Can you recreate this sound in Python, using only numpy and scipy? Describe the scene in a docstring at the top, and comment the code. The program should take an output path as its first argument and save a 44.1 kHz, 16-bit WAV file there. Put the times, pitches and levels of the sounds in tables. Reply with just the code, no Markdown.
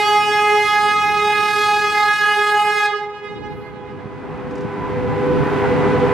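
"""Air horn in a railway cutting

From above a walled cutting: an electric locomotive, still far round the curve, sounds one long blast.
Each partial of the reed beats with its reflection from the nearest wall; once the horn is shut off,
walls and houses return it, Doppler-lowered. Then the wheels' rumble closes in on the microphones,
with the whine of blowers and gears, a low hum, a few knocks and a faint, narrow hiss near 12 kHz."""
import sys
import numpy as np
from scipy import signal
from scipy.fft import rfft, irfft, next_fast_len
from scipy.io import wavfile

SR = 44100
rng = np.random.default_rng(int(sys.argv[2]) if len(sys.argv) > 2 else 0)


def to_wav(s):
    """Save 16-bit WAV."""
    ch = np.atleast_2d(s).T  # columns
    pcm = np.round(np.clip(ch, -1, 1) * 32767)  # PCM
    wavfile.write(sys.argv[1], SR, pcm.astype(np.int16))


N = 270333
TIME = np.arange(N) / SR
HORN_OFF_S = 2.861
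LEFT_RIGHT = np.array([[1], [-1]])  # opposite signs at the two microphones
FAR = np.clip(3.9 - TIME, 0, 1)  # 1 while the train is distant, 0 once it is near

# Horn pitch at the microphones, sagging as the valve shuts: (time [s], pitch [Hz])
HORN_PITCH = [(0, 417.7), (.5, 417.9), (1.2, 417.55), (2.0, 417.45), (2.7, 417.3), (2.95, 416.3)]
# Roar of the nearing wheels; hiss, gears and blower overtones follow it: (time [s], level [dB])
WHEEL_ROAR = [(0, -51.5), (2.9, -52.5), (3.9, -42.5), (4.3, -38), (4.75, -33.5), (5.72, -23.5),
              (6.13, -23.5)]


def horn(flutter_hz=38.64, throb=1.3, scatter_hz=18, wall_lag_s=0.051, release_s=0.031, ring_s=0.63):
    """A distant, fluttering reed chops air into pulses; each partial beats with its wall reflection."""
    # The reed's flutter sets in as the blast goes on: (time [s], phase swing [rad])
    flutter_depth = [(0, 0.0054), (1.1, 0.042), (1.45, 0.058), (2.9, 0.059)]
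    # Moving air scatters part of each partial: (time [s], share against the steady part [ratio])
    air_scatter = [(0, 0.26), (1.2, .24), (1.5, 0.14), (2.9, 0.32)]
    # The horn's two treble bands: (time [s], blare level [dB], sizzle level [dB])
    treble_levels = [(0.0, -29, -39), (0.53, -31.5, -42), (0.68, -29.5, -40), (1.15, -31.5, -45.5),
                     (1.25, -30.5, -43), (1.49, -30, -40), (1.66, -26.5, -38.5), (1.75, -28.5, -41),
                     (2.74, -34.5, -42), (2.84, -30.5, -42)]
    phase = turn(curves(HORN_PITCH)[0]) + 0.013 * walk(16) + 0.016 * walk(81)  # jitter and rasp
    flutter = turn(flutter_hz + 0.5 * walk(3.9))
    swing, = curves(flutter_depth)
    scatter, = curves(air_scatter)
    treble_db = [db - 2 for db in curves(treble_levels)]
    multiples, timbre_db = horn_partials()
    bands = np.digitize(multiples, [7.5, 15.5])  # low, blare, sizzle
    out = np.zeros((2, N))
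    for k, db, band in zip(multiples, timbre_db, bands):
        if band == 0:
            level_db, reflected, beat = low_partial(k)
            level_db = level_db + 0.56 * walk(16)
        else:
            share_db = db - 10 * np.log10(np.sum(undb(timbre_db[bands == band]) ** 2))
            level_db = treble_db[band - 1] + share_db - 0.5 * walk(16) + 1.53 * walk(6)
            reflected = 0.23 / (1 + (k * HORN_PITCH[0][1] / 4500) ** 2)  # the wall dulls the top
            beat = turn(k * 1.9) + 2 * np.pi * rng.random()
        # short waves scatter more, differ more between microphones and die first as pressure falls
        shortness = np.sqrt(k / 6)
        balance = 1 + (undb(0.72) - 1) * shortness * walk(3.4) * LEFT_RIGHT
        gain = undb(level_db + path_fading(k)) * balance
        # the paths outdoors shift each partial's flutter and turn more of it into throbbing
        shifted = flutter + 0.1 * (k - 1) * walk(1.8)
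        throbbing = 1 + throb * swing * np.sqrt(k) * np.cos(shifted - 1.12)
        vibrato = swing * np.sin(shifted) / np.hypot(1, k / 26)
        # the ground reflection slowly turns the phase of the long waves
        bent = k * (phase + vibrato) + 1.96 * walk(1.39) / (1 + (k / 8) ** 2)
        mic_phase = (0.15 * shortness + 0.0066 * max(k - 12, 0)) * walk(1.8) * LEFT_RIGHT
        direct = tone(bent + mic_phase, scatter * shortness, scatter_hz)
        direct *= fade(HORN_OFF_S, release_s / shortness)
        # the reflection ends later, and the long waves ring on in the cutting
        wall = reflected * np.sqrt(2) * np.cos(bent - beat) * fade(HORN_OFF_S + wall_lag_s, ring_s / k)
        out += gain * throbbing * (wall - direct)
    return pan(out + reed_air(phase), -1.7)


def horn_partials(count=36):
    """The reed's sharp pulses hold a long harmonic series: its multiples and their levels in dB."""
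    # Horn timbre: (multiple of the pitch, level [dB])
    timbre = [(1, -9.5), (2, -2.5), (3, -3.5), (4, -2), (5, -4.5), (6, -6), (7, -8), (8, -11.5), (9, -13),
              (10, -14.5), (11, -18.5), (12, -17.5), (13, -20), (14, -23), (15, -23), (16, -26.5),
              (17, -28.5), (19, -29.5), (21, -30), (24, -32), (29, -36), (31, -36), (33, -42), (36, -47)]
    multiples = np.arange(1, count + 1)
    return multiples, np.interp(multiples, *np.transpose(timbre))


def low_partial(k):
    """A low partial beats with its Doppler-shifted reflection: level in dB, reflected share, phase."""
    # Beats off the nearest wall: (multiple, level [dB], trend [dB/s], reflected share [0-1],
    # first dip [s], beat rate [Hz], quickening [Hz/s])
    wall_beats = [(1, -25.5, 0.45, 0.38, 0.75, 0.79, 0.37), (2, -20, -1, 0.53, 0.3, 2.75, 0.347),
                  (3, -22, 0, 0.32, 0.018, 3.348, 0.788), (4, -31, 3.5, 0.28, 0.12, 6.8, 0),
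                  (5, -27, -0.5, 0.38, 0.073, 5.9, 1.126), (6, -33, 0.86, 0.04, 0.02, 2.6, 0),
                  (7, -29, -6, 0.23, 0.033, 6.3, 0.7)]
    _, db, trend, reflected, dip_s, beat_hz, quickening = wall_beats[k - 1]
    beat = turn(beat_hz + quickening * TIME)
    return db + trend * TIME, reflected, beat - np.interp(dip_s, TIME, beat)


def path_fading(k):
    """Paths to the microphones cancel or add now and then, so partial k dips or swells, in dB."""
    # Dips and swells: (time [s], multiple, half length [s], change [dB])
    changes = [(0.09, 11, 0.11, 8.5), (0.105, 12, 0.055, -22), (0.113, 5, 0.019, -16),
               (0.12, 1, 0.057, -18), (0.187, 7, 0.03, -12), (0.202, 10, 0.12, -11), (0.275, 5, 0.032, -27),
               (0.304, 13, 0.22, 6.5), (0.31, 1, 0.033, 5.5), (0.325, 2, 0.055, 6.5), (0.38, 4, 0.037, 8),
               (0.46, 6, 0.11, 7), (0.5, 12, 0.09, -12), (0.54, 9, 0.17, -14), (0.587, 1, 0.063, 4),
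               (0.588, 2, 0.049, 7), (0.617, 5, 0.16, 5), (0.618, 3, 0.032, -29), (0.71, 8, 0.072, 7),
               (0.765, 12, 0.21, 0.5), (0.773, 4, 0.013, 6), (0.793, 1, 0.077, -22), (0.9, 4, 0.04, 5.5),
               (0.907, 1, 0.018, -23), (0.978, 3, 0.037, 4.5), (1.12, 11, 0.085, -10),
               (1.076, 1, 0.082, -17.5), (1.114, 6, 0.038, 3), (1.123, 7, 0.12, -6), (1.2, 2, 0.049, -10.5),
               (1.21, 4, 0.03, -14), (1.267, 10, 0.044, -9), (1.288, 2, 0.06, 10.5), (1.296, 3, 0.076, -2),
               (1.31, 9, 0.13, 3), (1.34, 13, 0.034, -7), (1.384, 2, 0.052, -13), (1.53, 2, 0.054, -9),
               (1.566, 6, 0.66, 5.5), (1.6, 5, 0.011, -28), (1.804, 2, 0.017, -9), (1.808, 3, 0.039, -4.5),
               (1.812, 5, 0.35, -8), (1.854, 11, 0.19, 2), (1.873, 9, 0.036, -11), (1.993, 5, 0.092, 9.5),
               (2.001, 6, 0.11, -5.5), (2.062, 1, 0.51, -8), (2.12, 4, 0.042, 3), (2.246, 4, 0.096, 4.5),
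               (2.278, 1, 0.081, -28), (2.28, 2, 0.16, -5.5), (2.306, 7, 0.16, 12), (2.468, 8, 0.099, 7),
               (2.527, 2, 0.18, 4), (2.565, 5, 0.03, -4), (2.587, 8, 0.08, -10), (2.594, 7, 0.065, 13),
               (2.617, 1, 0.041, -6), (2.665, 4, 0.11, -7.5), (2.666, 3, 0.016, -3), (2.83, 12, 0.054, 8),
               (2.831, 6, 0.078, 7), (2.9, 3, 0.089, -7), (2.923, 1, 0.024, -26), (2.944, 3, 0.018, 15.5),
               (3.063, 1, 0.05, 4)]
    return sum(db * np.exp(-((TIME - s) / half_s) ** 2)
               for s, multiple, half_s, db in changes if multiple == k)


def reed_air(phase, low_hz=1700, high_hz=4300, tail_s=0.51):
    """Air rushes through the reed once a cycle and dies away slowly after the valve shuts."""
    # Rush of air: (time [s], level [dB])
    air_level = [(0, -46), (1.1, -49.5), (1.5, -54), (2.2, -56), (2.85, -59)]
    rush = rng.standard_normal((2, N)) * (1 + np.cos(phase))
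    air = shape(rush, lambda f: 1 / np.sqrt((1 + (low_hz / (f + 1)) ** 8) * (1 + (f / high_hz) ** 6)))
    return unit(air) * undb(curves(air_level)[0]) * fade(HORN_OFF_S, tail_s)


def echoes(count=88, doppler=0.0035, behind_doppler=0.035, glint_hz=11, spread_db=4):
    """Walls and houses return the blast late and dull; those behind the train return it flatter."""
    # Echo strength by lateness: (delay [s], level [dB])
    echo_levels = [(.05, -28), (.14, -26), (.27, -36.5), (.42, -45), (.6, -40), (.8, -49.5), (1.3, -51),
                   (1.75, -51)]
    # The echoes stay low during the blast and swell once it stops: (time [s], gain [dB])
    swell = [(0, -16), (2.7, -17.5), (3.0, -13), (3.2, -6), (3.5, -2.5), (4.2, -9)]
    multiples, timbre_db = horn_partials()
    pitch = np.mean(np.array(HORN_PITCH)[:, 1])
    # the bell spreads its lowest partial all round, so the walls return more of it
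    radiated = undb(timbre_db + 6 / multiples ** 2)
    cycle = np.arange(2048) / 2048
    # the moving horn's beam sweeps over ledges and windows, so every echo glints
    glints = [walk(glint_hz) for _ in range(12)]
    out = np.zeros((2, N))
    for i, (place, angle, side, lag) in enumerate(rng.random((count, 4))):
        delay = 0.1 + 1.675 * ((i + place) / count) ** 2.31
        behind = i % 4 == 3
        hz = pitch * (1 - (behind_doppler if behind else doppler) * angle)
        # a rough face gives each partial its own strength and lag
        face = rng.standard_normal((len(multiples), 2)) @ [1, 1j]
        dulling = 1 / 4700 + delay / 3500 + behind / 1400  # more with distance and behind the bell
        gains = face * radiated * np.exp(-multiples * pitch * dulling / 2)
        wave = np.real(gains @ np.exp(2j * np.pi * np.outer(multiples, cycle)))
        gate = np.clip((HORN_OFF_S + delay - TIME) / 0.034, 0, 1)
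        level = undb(np.interp(delay, *np.transpose(echo_levels))) * glints[i % len(glints)]
        mic_lag_s = 0.0001 * (lag - 0.5) * LEFT_RIGHT
        index = (hz * (TIME + mic_lag_s) * len(cycle)).astype(int) % len(cycle)
        out += pan(wave[index] * gate * level, spread_db * (2 * side - 1) - 6)
    return out * undb(curves(swell)[0])


def rolling():
    """Wheels shake the bodies (rumble, hum), ring the rails (roar) and hiss, swelling as they near."""
    # Rumble at the microphones: (time [s], level [dB])
    rumble_level = [(0, -37), (.6, -37), (1.4, -36), (1.6, -36.5), (2.3, -43), (2.58, -41), (2.8, -49),
                    (3.28, -45.5), (3.38, -35.5), (3.8, -40.5), (4.2, -36.5), (4.6, -32.5), (5.2, -27.5),
                    (5.7, -23.5), (6.13, -23)]
    # Spectrum of the rolling noise: (frequency [Hz], density [dB])
    spectrum = [(25, -45), (45, -14.5), (100, -6.5), (140, -6.5), (200, -8.5), (270, -10), (340, -11),
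                (430, -11), (580, -13), (900, -11.5), (1400, -18), (2500, -25), (4000, -38.5), (6500, -50),
                (9000, -55), (15000, -67.5)]
    # Stereo width of the train: (frequency [Hz], side minus mid [dB])
    stereo_width = [(30, -23), (80, -3.5), (160, 4.5), (380, 2), (700, -10.5), (1300, -9), (2400, -9),
                    (4400, -6), (9000, 3)]
    # Hum and body resonances: (frequency [Hz], width [Hz], level against the rumble [dB])
    resonances = [(103.3, 5.4, -12.5), (147.1, 13, -7), (269.6, 59, -3.5)]
    rumble_db = curves(rumble_level)[0] + walk(4.1)
    roar_db, = curves(WHEEL_ROAR)
    thinning_db = 4 * np.clip(3.6 - TIME, 0, 1)  # less bass from far off
    # Noise bands: (low edge [Hz], high edge [Hz], level [dB])
    bands = [(20, 170, rumble_db - 4.5 - thinning_db), (150.5, 325, rumble_db - 5.5),
             (325, 467, np.minimum(rumble_db, roar_db + 20) - 8),
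             (597, 2550, roar_db - 0.8), (2730, 13000, roar_db - 16.5)]
    out = 0
    for low, high, db in bands:
        def colour(f):
            skirts = np.sqrt((1 + (low / (f + 1)) ** 12) * (1 + (f / high) ** 12))
            return undb(on_log(f, spectrum)) / skirts
        mid = shape(rng.standard_normal(N), colour)
        side = shape(rng.standard_normal(N), lambda f: colour(f) * undb(on_log(f, stereo_width)))
        flicker_db = 1.3 * walk(10) / (1 + low / 1200)  # the bass flickers, the hiss is smoother
        out += (mid + side * LEFT_RIGHT) / np.std(mid) * undb(db + flicker_db)
    for hz, width_hz, db in resonances:
        mid = tone(turn(hz), 3.8, width_hz)
        side = undb(-9) * tone(turn(hz), 20, width_hz)
        out += undb(rumble_db + db - 20 * FAR) * (mid + side * LEFT_RIGHT)
    return pan(out, -0.3)


def blowers(lower_ratio=0.97):
    """The blowers sing one wavering note with overtones; a second, slightly lower tone beats with it."""
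    # Blower pitch at the microphones: (time [s], pitch [Hz])
    pitch = [(3, 501.5), (4.6, 501), (5.4, 499.8), (6.13, 498.8)]
    # Main note and its octave: (time [s], note level [dB], octave level [dB])
    levels = [(2.8, -58, -58.5), (3.4, -44.5, -54), (3.95, -40.5, -46.5), (4.23, -42.5, -44.5),
              (4.35, -35.5, -42), (4.5, -33, -50), (4.64, -31.5, -39.5), (4.72, -41, -39),
              (4.86, -35, -30.5), (4.97, -25, -42), (5.16, -26.5, -32), (5.3, -18.5, -30.5),
              (5.42, -23.5, -32), (5.52, -32, -32.5), (5.67, -21, -34), (5.9, -23, -29.5),
              (6.02, -19.5, -29.5), (6.13, -24, -25)]
    # Overtones that follow the wheels' roar: (multiple, relative level [dB])
    overtones = [(3, -7), (4, -9.5), (5, -18.5)]
    roar_db, = curves(WHEEL_ROAR)
    note_db, octave_db = curves(levels)
    lower_db = note_db + np.interp(TIME, [3, 5.45, 5.8], [-4, -11.5, -3.5])
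    phase = turn(curves(pitch)[0])
    mid = undb(note_db) * tone(phase, 0.15, 20) + undb(octave_db) * tone(2 * phase, 0.3, 16)
    mid += undb(lower_db) * tone(lower_ratio * phase, 1.6, 9)
    for k, db in overtones:
        mid += undb(roar_db + db - 7 - 6 * FAR) * tone(k * phase, 0.45, 6)
    side = undb(note_db - 13) * tone(phase, 3.7, 13)  # thrown back by the side walls
    return pan(mid + side * LEFT_RIGHT, -2.5)


def gears(hz=403.7):
    """The gears whine lower and rougher than the blowers; the walls throw it back from the sides."""
    phase = turn(hz + 1.47 * walk(4.27))
    mid = tone(phase, 0.8, 28) + undb(-14) * tone(2 * phase, 1.5, 2.2)
    side = undb(-13) * tone(phase, 3.8, 22)
    return pan((mid + side * LEFT_RIGHT) * undb(curves(WHEEL_ROAR)[0] + 0.7), -2.5)


def knocks_and_ticks():
    """The running gear knocks dully, with a few light metallic ticks in between."""
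    # Knocks: (time [s], relative peak [dB])
    knocks = [(3.77, -27), (3.9, -39), (4.055, -15.5), (4.65, -10), (4.778, -14.5)]
    # Ticks: (time [s], relative peak [dB])
    ticks = [(4.5094, -50), (4.554, -47), (4.5794, -49), (4.6079, -48)]
    return (strikes(knocks, band_hz=(110, 250), decay_s=0.001, gain_db=-6)
            + strikes(ticks, band_hz=(3500, 6800), decay_s=0.012, gain_db=5))


def strikes(blows, band_hz, decay_s, gain_db):
    """Each blow rings a broad resonance and dies quickly."""
    resonance = signal.butter(2, band_hz, "band", fs=SR, output="sos")
    out = np.zeros(N)
    for s, peak_db in blows:
        burst = rng.standard_normal(N) * (TIME > s) * fade(s, decay_s)
        ring = signal.sosfilt(resonance, burst)
        out += ring / np.abs(ring).max() * undb(peak_db + gain_db)
    return out


def thin_high_band(width_hz=380):
    """A faint, narrow hiss near 12 kHz, slowly falling."""
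    # Course of the band: (time [s], centre [Hz], level [dB])
    course = [(4.4, 12800, -105), (4.8, 12650, -78), (5.15, 11950, -73), (5.55, 11700, -66),
              (5.72, 11650, -70), (5.85, 11600, -100)]
    hz, db = curves(course)
    noise = shape(rng.standard_normal((2, N)), lambda f: np.exp(-(f / width_hz) ** 2))
    return unit(noise * np.cos(turn(hz))) * undb(db)


def faint_hiss(at_s=3.59, half_s=0.12, hz=11500, db=-68):
    """One brief, high hiss from the train, barely reaching the microphones."""
    hiss = shape(rng.standard_normal((2, N)), lambda f: np.exp(-((f - hz) / 4000) ** 2))
    return unit(hiss) * undb(db) * np.exp(-((TIME - at_s) / half_s) ** 2)


def undb(db):
    """Decibels to gain."""
    return 10 ** (np.asarray(db) / 20)


def unit(x):
    """Scale to rms 1."""
    return x / np.sqrt(np.mean(np.abs(x) ** 2))


def curves(table):
    """Each column of a table joined by straight lines in time."""
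    s, *columns = np.transpose(table)
    return [np.interp(TIME, s, c) for c in columns]


def on_log(hz, table):
    """Read (frequency [Hz], value) points on a log-frequency axis."""
    f, value = np.transpose(table)
    return np.interp(np.log(hz + 1), np.log(f), value)


def shape(x, gain):
    """Filter by a gain given as a function of frequency."""
    size = next_fast_len(x.shape[-1] + SR // 10)
    f = np.arange(size // 2 + 1) * SR / size
    return irfft(rfft(x, size) * gain(f), size)[..., :x.shape[-1]]


def walk(hz):
    """Smooth random drift of rms 1 that moves about hz times a second."""
    coarse = TIME[::40]
    f = np.arange(len(coarse) // 2 + 1) / TIME[-1]
    slow = irfft(rfft(rng.standard_normal(len(coarse))) * np.exp(-(f / hz) ** 2), len(coarse))
    return np.interp(TIME, coarse, unit(slow))


def turn(hz):
    """Running phase of a pitch curve."""
    return 2 * np.pi * np.cumsum(hz + np.zeros(N)) / SR


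def tone(phase, scatter, hz):
    """A tone of rms 1: a steady part plus a scattered part, about hz wide, that beats with it."""
    in_phase = (np.sqrt(2) + scatter * walk(hz)) * np.cos(phase)
    quadrature = scatter * walk(hz) * np.sin(phase)
    return (in_phase + quadrature) / np.sqrt(1 + scatter ** 2)


def fade(start_s, decay_s):
    """Full level until start_s, then an exponential decay."""
    return np.exp(-np.clip((TIME - start_s) / decay_s, 0, 50))


def pan(x, db):
    """Place a sound, left minus right in dB."""
    return x * undb(LEFT_RIGHT * db / 2)


def scene():
    """The horn, its echoes and the nearing train, from above the cutting."""
    clatter = knocks_and_ticks()
    blast = echoes() + horn()
    return blast + rolling() + blowers() + gears() + clatter + thin_high_band() + faint_hiss()


def record(dry, knee=0.66, top_hz=15300):
    """The camera rounds the loudest peaks from its microphones and cuts the top."""
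    rounded = dry / (1 + (dry / knee) ** 8) ** (1 / 8)
    return signal.sosfilt(signal.ellip(8, 0.2, 70, top_hz, fs=SR, output="sos"), rounded)


dry = scene()
out = record(dry)
to_wav(out)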